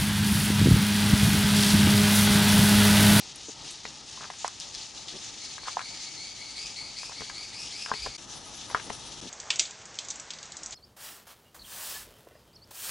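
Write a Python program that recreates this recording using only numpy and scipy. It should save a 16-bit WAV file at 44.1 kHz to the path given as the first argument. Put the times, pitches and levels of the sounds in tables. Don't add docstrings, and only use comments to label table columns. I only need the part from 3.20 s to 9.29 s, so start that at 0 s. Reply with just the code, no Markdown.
import sys
import numpy as np
from scipy import signal
from scipy.fft import rfft, irfft
from scipy.io import wavfile
from scipy.ndimage import uniform_filter1d

SR = 44100
rng = np.random.default_rng(int(sys.argv[2]) if len(sys.argv) > 2 else 0)


def store_pcm(level_fs):
    pcm = np.round(np.clip(level_fs, -1, 1) * 32767).astype(np.int16)
    wavfile.write(sys.argv[1], SR, np.atleast_2d(pcm).T)


N = 268789
TIME = np.arange(N) / SR
FREQS = np.maximum(np.fft.rfftfreq(N, 1 / SR), 1)

# frequency in Hz, relative density in dB.
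EARLY_SPECTRUM = [(900, -46), (1600, -7.5), (2000, -7.5), (2600, -2.5), (3700, 1.5), (5500, 2), (6700, 1.5),
                  (7600, -7.5), (9100, -12), (10000, -17), (11200, -23.5), (13000, -98)]
LATE_SPECTRUM = [(880, -49), (1500, -8), (1790, -2.5), (1950, -40), (2070, -10), (2380, -4.5), (2720, -0.5),
                 (3730, 3), (4820, 1), (6020, 5), (7970, -7.5), (10200, -11.5), (11500, -24), (15000, -50),
                 (22000, -120)]
# frequency in Hz, side minus mid in dB.
EARLY_SIDE = [(1500, -24), (3000, -16.5), (4500, -19.5), (6000, -13), (8000, -11), (11000, -13)]
LATE_SIDE = [(1500, -12), (4500, -7.5), (8000, -4.5)]
# time in seconds, change of side level in dB.
WIDTH_CHANGE = [(0, -15), (1.5, 4.5), (3, 8.5), (4.9, -3.5)]
# start in seconds, length in seconds, rise in dB.
CHORUS_SURGES = [(0.395, 0.13, 1), (0.956, 0.1, 2.5), (1.178, 0.097, 5), (1.397, 0.03, 4), (1.53, 0.12, 2),
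                 (1.738, 0.056, 3.5), (1.88, 0.47, 1.2), (2.463, 0.02, 12), (2.508, 0.047, 6),
                 (2.738, 0.2, 2.5), (3.453, 0.041, 5.5), (3.765, 0.46, 1), (4.357, 0.53, 2.5),
                 (5.718, 0.032, 7)]
# start in seconds, length in seconds.
CHORUS_LULLS = [(0.353, 0.019), (1.086, 0.15), (1.688, 0.072), (1.81, 0.049), (5.05, 0.064)]
WING_RESONANCES = [3320, 4200, 5250, 6200]
# frequency in Hz, relative density in dB.
AIR_SPECTRUM = [(15, -39), (25, -5.5), (48, 4), (75, -1), (110, 4), (200, -0.5), (300, 1), (400, -3),
                (480, -4), (620, -5), (740, -2), (870, 1.5), (1080, -8.5), (1260, -1), (1550, -16.5),
                (2000, -8), (2600, -33), (4400, -90)]
# start in seconds, level in dB, centre in Hz, relative rustle in dB.
LITTER_SNAPS = [(.1586, -29, 8840, -26), (.508, -31, 7800, -13), (1.279, -22, 5900, -30),
                (1.4005, -22.5, 5470, -31), (1.4067, -29, 5300, -14.5), (1.543, -31, 4500, -15),
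                (1.5495, -23.5, 4500, -21), (1.6137, -32, 4300, -13), (1.6197, -31, 4770, -22),
                (1.7479, -35, 4380, -14), (1.8836, -29.5, 4000, -9.5), (1.9734, -35, 4660, -18),
                (2.4825, -27, 3000, -29), (2.5925, -29, 3930, -25), (2.7726, -31, 4000, -18),
                (4.0053, -31, 4590, -17), (4.66, -28, 2800, -25), (4.9826, -36, 3340, -21)]
# start in seconds, centre in Hz.
HIGH_CHIRRS = [(0.23, 6480), (1.165, 6800), (5.135, 9900), (5.242, 10200), (5.334, 10500), (5.472, 10400),
               (5.611, 9450), (5.709, 9500), (5.837, 9400)]
# start in seconds, length in seconds, centre in Hz, level in dB.
RUBS = [(0.278, 0.03, 350, -43), (0.998, 0.082, 1130, -45.5), (1.917, 0.068, 268, -46),
        (2.443, 0.065, 1090, -44), (2.599, 0.029, 1150, -44), (3.91, 0.024, 930, -44.5),
        (4.662, 0.059, 870, -43.5), (4.785, 0.14, 47, -46), (4.851, 0.035, 606, -41),
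        (5.486, 0.049, 970, -41), (5.655, 0.048, 300, -47.5), (6.012, 0.08, 267, -44.5)]
# start in seconds, length in seconds, centre in Hz, level in dB.
LITTER_SHIFTS = [(0.404, 0.031, 4300, -47), (0.464, 0.093, 3800, -49), (0.956, 0.05, 3720, -60),
                 (1.182, 0.1, 4200, -57), (1.404, 0.03, 3700, -45), (1.537, 0.056, 4000, -48),
                 (1.61, 0.042, 4730, -46), (1.745, 0.085, 3950, -48), (1.966, 0.045, 5000, -47)]
# start in seconds, level in dB, ring in Hz, left minus right in dB,
# then the relative gains of thud, snap and overtone in dB.
BLOWS = [(0.6522, -30, 870, 4.5, -10.5, 2, -11), (0.975, -36, 1010, 4, -25, -26, -18),
         (1.009, -32, 1250, 0, -16, -23, -11), (1.031, -33, 1270, 0, -21, -20, -12),
         (1.048, -37, 1300, -2, -10, -14, -14), (1.1013, -27.5, 830, 1, -32, -1.5, -16),
         (1.137, -41, 1200, 1, -29, 0, -14), (1.2455, -15.5, 850, -3, -37, -11, -19),
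         (1.279, -29.5, 1090, 2, -23, -4, -20), (2.3805, -33.5, 1130, 8, -31, -0.5, -9),
         (2.433, -38, 915, 1, -26, -8, -13), (2.474, -32, 950, -3, -26, -23, -20),
         (2.482, -21.5, 1160, 0, -35, -17, -14), (2.569, -16.5, 875, -2, -33, -28, -22),
         (2.5924, -23, 1250, 3, -37, -8, -17), (2.605, -33, 1010, 0, -28, -5, -5),
         (2.614, -32.5, 1100, 8, -32, -1, -9), (3.832, -32, 1060, 6, -32, -0.5, -21),
         (3.895, -36.5, 920, 2, -11, -19, -17), (4.0072, -34.5, 1070, 8, -4, 3.5, -13),
         (4.0182, -33.5, 900, 2, -3, -9, -7), (4.0984, -34, 960, 5, -32, 2, -8.5),
         (4.661, -26, 1340, 5.5, -25, -6, -15), (4.7151, -16.5, 993, 3.5, -16, -30, -7.5),
         (4.738, -31.5, 875, 10, -7.5, 5, -10), (4.861, -29.5, 950, -1, -12, -5, -12),
         (4.8639, -27.5, 960, 3, -11, -6, -10), (5.5469, -9, 1300, 4, -22, -13, -23),
         (5.5499, -19, 1110, 3, -25, -23, -18), (5.562, -39, 910, 1, -6, -6, -14),
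         (5.573, -37, 895, 1, -7, -8, -12), (5.592, -39, 1900, 3, -25, 0, -20),
         (5.598, -36.5, 1800, 8, -25, 5.5, -20), (5.699, -34, 860, -3, -15, 5, -18),
         (5.7023, -23.5, 820, 6, -10, -5.5, -31)]
# frequency in Hz, decay time in seconds, gain in dB.
GROUND_MODES = [(144, 0.012, -19), (229, 0.0041, -0.5), (431, 0.0077, -1.5)]
# frequency in Hz, bandwidth in Hz, gain in dB.
SHELL_MODES = [(740, 100, -2.5), (1037, 50, 2.5), (1590, 15, 1.5), (2190, 100, -10), (2780, 130, 2)]
# start in seconds, final pitch in Hz, base level in dB.
RASP_CHIRPS = [(2.19, 2200, -47.5), (2.384, 2263, -44), (2.6, 2297, -41.5), (2.785, 2246, -44.5),
               (2.966, 2297, -42), (3.16, 2262, -40.5), (3.354, 2520, -39), (3.55, 2302, -39),
               (3.755, 2570, -39.6), (3.942, 2290, -41), (4.13, 2357, -40), (4.325, 2710, -37),
               (4.519, 2600, -37), (4.725, 2408, -39), (4.88, 2310, -48)]
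# harmonic number, bandwidth in Hz for a chirp ending at 2450 Hz,
# gain in dB, relative reverberation in dB, growth in dB per dB of chirp level.
RASP_PARTIALS = [(1, 380, -13.8, -3, 1), (2, 740, -5.5, -3.5, 1), (3, 2600, -18, -7, 1.5),
                 (4, 4100, -22, -11, 1)]
# delay in seconds, gain in dB.
REFLECTIONS = [(0.0036, -14), (0.0104, -5.5), (0.0294, -15.5)]
# centre in seconds, half length in seconds.
LEVEL_DIPS = [(4.973, 0.0091), (6.009, 0.0046)]


def undb(db):
    return 10 ** (np.asarray(db) / 20)


def unit(x):
    return x / np.sqrt(np.mean(x ** 2))


def walk(rate, size=N):
    hold = max(int(SR / rate), 1)
    steps = np.repeat(rng.standard_normal(size // hold + 1), hold)
    return unit(uniform_filter1d(uniform_filter1d(steps, hold), hold)[:size])


def resonate(x, hz, width):
    hz = min(hz, SR / 2 - 2000)
    return signal.lfilter(*signal.iirpeak(hz, hz / width, fs=SR), x)


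def pan(pan_db):
    return undb(np.array([[pan_db], [-pan_db]]) / 2)


def stereo_noise(size, side_db):
    mid, side = rng.standard_normal((2, size))
    return unit(mid + undb(side_db) * side * np.array([[1], [-1]]))


def colour(x, points):
    hz, db = np.transpose(points)
    gain = undb(np.interp(np.log(FREQS), np.log(hz), db))
    return unit(irfft(rfft(x) * gain, N))


def add(out, start, x):
    i = max(int(start * SR), 0)
    out[:, i:i + x.shape[-1]] += x[..., :max(N - i, 0)]


def swell(length):
    return np.abs(np.sin(np.linspace(0, np.pi, int(length * SR))))


def chorus(spectrum, width, gain_db, flutter_db):
    mid, side = rng.standard_normal((2, N))
    side = irfft(rfft(side) * undb(np.interp(FREQS, *np.transpose(width))), N)
    side *= undb(np.interp(TIME, *np.transpose(WIDTH_CHANGE)))
    flutter = undb(flutter_db * walk(70) + 0.77 * walk(900))
    strokes = (mid + side * np.array([[1], [-1]])) * flutter
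    for group_hz in np.geomspace(1700, 9500, num=6):
        strokes = strokes + resonate(strokes, group_hz, group_hz / 4) * (undb(1.12 * walk(20)) - 1)
    return colour(strokes, spectrum) * undb(gain_db)


def wing_ticks(per_second=98, spread_db=13, level_db=-56):
    out = np.zeros((2, N))
    count = int(per_second * N / SR / len(WING_RESONANCES))
    for hz in WING_RESONANCES:
        when, softness, place = rng.random((count, 3)).T
        strokes = np.zeros((2, N))
        strokes[:, (when * N).astype(int)] = undb(-spread_db * softness) * np.sqrt([place, 1 - place])
        out += resonate(resonate(strokes, hz, hz / 3), hz, hz / 3)
    return unit(out) * undb(level_db)


def chorus_effort(attack_s=0.012, release_s=0.052, lull_db=-3, waver_db=0.28):
    db = waver_db * walk(37)
    lulls = [(start, length, lull_db) for start, length in CHORUS_LULLS]
    for start, length, change_db in CHORUS_SURGES + lulls:
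        attack = np.clip((TIME - start) / attack_s, 0, 1)
        release = np.clip((start + length - TIME) / release_s + 0.5, 0, 1)
        db = db + change_db * attack * release
    return undb(db)


def night_air(late, level_db=-53, late_rise_db=2.7):
    air = colour(stereo_noise(N, -9) * undb(1.36 * walk(20)), AIR_SPECTRUM)
    return air * undb(level_db + late_rise_db * late) * pan(3.2)


def crackles(crack_s=0.00077, rustle_s=0.026):
    out = np.zeros((2, N))
    t = np.arange(SR // 8) / SR
    for start, db, hz, rustle_db in LITTER_SNAPS:
        fibres = resonate(resonate(stereo_noise(len(t), -17), hz, 0.47 * hz), hz, 0.71 * hz)
        crack = fibres * np.exp(-t / crack_s)
        rustle = unit(fibres) * np.exp(-t / 0.026) * undb(rustle_db)
        add(out, start, (crack / np.abs(crack).max() + rustle) * undb(db))
    return out * pan(2)


def thin_chirrs(reference_hz=9800, reference_s=0.067, reference_db=-53.5, db_per_octave=-15.5):
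    out = np.zeros((2, N))
    for start, hz in HIGH_CHIRRS:
        envelope = swell(reference_s * (reference_hz / hz) ** 1.4)
        buzz = resonate(resonate(stereo_noise(len(envelope), -9.5), hz, 1200), hz, 1200)
        db = reference_db + db_per_octave * np.log2(hz / reference_hz)
        add(out, start, unit(buzz) * envelope * undb(db))
    return out * pan(3)


def stick_slip(size, hz, slips_per_s=130, decay_cycles=0.3):
    phase = np.cumsum(slips_per_s * undb(3 * walk(120, size))) / SR % 1
    bursts = stereo_noise(size, -31) * np.exp(-phase / decay_cycles) * undb(1.34 * walk(340, size))
    return unit(resonate(resonate(bursts, hz, 0.87 * hz), hz, 1.55 * hz))


def scrapes():
    out = np.zeros((2, N))
    for start, length, hz, db in RUBS:
        envelope = swell(length)
        add(out, start, stick_slip(len(envelope), hz) * envelope * undb(db))
    return out * pan(2.8)


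def rustles():
    out = np.zeros((2, N))
    for start, length, hz, db in LITTER_SHIFTS:
        envelope = swell(length)
        grains = resonate(stick_slip(len(envelope), hz), hz, 0.1 * hz)
        add(out, start, unit(grains) * envelope * undb(db))
    return out * pan(1.8)


def damped_cycles(age, turns):
    return (age / 2) ** 2 * np.exp(2 - age) * np.sin(2 * np.pi * turns)


def knocks(overtone_hz=1587, ring_db=-5.5, grit_db=-27, scatter_db=-33):
    out = np.zeros((2, N))
    t = np.arange(SR // 10) / SR
    radiation = signal.butter(3, 380, "highpass", fs=SR, output="sos")
    for start, db, hz, pan_db, thud_db, snap_db, overtone_db in BLOWS:
        decay_cycles = 0.35 * 2 ** (-snap_db / 34.5)
        blow = damped_cycles(t * hz / decay_cycles, hz * t)
        blow += undb(overtone_db) * damped_cycles(t / 0.001, overtone_hz * t)
        snap = resonate(stereo_noise(len(t), -38), 1900, 800) * np.exp(-t / 0.0043) * 2
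        thud = sum(np.sin(2 * np.pi * mode_hz * t) * np.exp(-t / decay) * undb(mode_db)
                   for mode_hz, decay, mode_db in GROUND_MODES)
        contact = signal.sosfilt(radiation, blow + undb(snap_db) * snap) + undb(thud_db) * thud
        ring = sum(undb(mode_db) * resonate(contact, mode_hz, width)
                   for mode_hz, width, mode_db in SHELL_MODES)
        grit = stick_slip(len(t), 1230) * np.exp(-t / 0.032)
        returns = np.exp(-t / 0.006) + undb(-4.5) * np.exp(-t / 0.021)
        scatter = stereo_noise(len(t), 0) * returns * (1 - np.exp(-t / 0.0016))
        tail = signal.fftconvolve(contact, scatter, axes=1)[:, :len(t)]
        knock = contact + undb(ring_db) * ring + undb(grit_db) * grit + undb(scatter_db) * tail
        add(out, start, knock * undb(db) * pan(pan_db))
    return out


def wobble(size, width):
    drift = stereo_noise(size, -16.5) + 1j * stereo_noise(size, -15)
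    return signal.sosfilt(signal.butter(3, width / 2, fs=SR, output="sos"), drift) * np.sqrt(SR / width)


def file_stroke(harmonic, width, to_hz, from_hz=2090):
    size = int(0.2 * 2285 / to_hz * SR)
    progress = np.linspace(0, 1, size)
    envelope = np.abs(np.sin(np.pi * progress ** 0.55)) ** 0.66
    pitch = to_hz + (from_hz - to_hz) * (1 - progress) ** 3.3
    phase = 2 * np.pi * np.cumsum(pitch) / SR
    bandwidth = width * (to_hz / 2450) ** 2
    skirt = wobble(size, bandwidth)
    core = 0.58 * wobble(size, bandwidth / 5)
    return unit(np.real((skirt + core) * np.exp(1j * harmonic * phase))) * envelope


def near_rasp(linger_s=0.12, typical_db=-39):
    t = np.arange(SR // 4) / SR
    surroundings = stereo_noise(len(t), -32) * np.exp(-t / linger_s) / np.sqrt(linger_s * SR / 2)
    teeth = undb(2.8 * walk(300) + 1.4 * walk(45))
    rasp = np.zeros((2, N))
    for harmonic, width, partial_db, linger_db, growth in RASP_PARTIALS:
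        partial = np.zeros((2, N))
        for start, to_hz, db in RASP_CHIRPS:
            level_db = typical_db + growth * (db - typical_db) + partial_db
            add(partial, start, file_stroke(harmonic, width, to_hz) * undb(level_db))
        reverberation = signal.oaconvolve(partial, surroundings, axes=1)[:, :N]
        rasp += partial * teeth + undb(linger_db) * reverberation
    heard = rasp.copy()
    for delay, db in REFLECTIONS:
        add(heard, delay, rasp * undb(db))
    return heard * pan(1.8)


def scene():
    late = TIME > LEVEL_DIPS[0][0]
    early_drone = chorus(EARLY_SPECTRUM, EARLY_SIDE, gain_db=-44.5, flutter_db=1.56)
    late_drone = chorus(LATE_SPECTRUM, LATE_SIDE, gain_db=-43.5, flutter_db=1.2)
    drone = np.where(late, late_drone * pan(3), (early_drone + wing_ticks()) * pan(2))
    insects = drone * chorus_effort() + near_rasp() * ~late + thin_chirrs()
    return insects + knocks() + crackles() + rustles() + scrapes() + night_air(late)


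def record(dry, top_hz=11200):
    for centre, half_length in LEVEL_DIPS:
        dry = dry * np.minimum(np.abs(TIME - centre) / half_length, 1) ** 2
    return signal.sosfilt(signal.ellip(10, 0.2, 80, top_hz, fs=SR, output="sos"), dry)


dry = scene()
out = record(dry)
store_pcm(out)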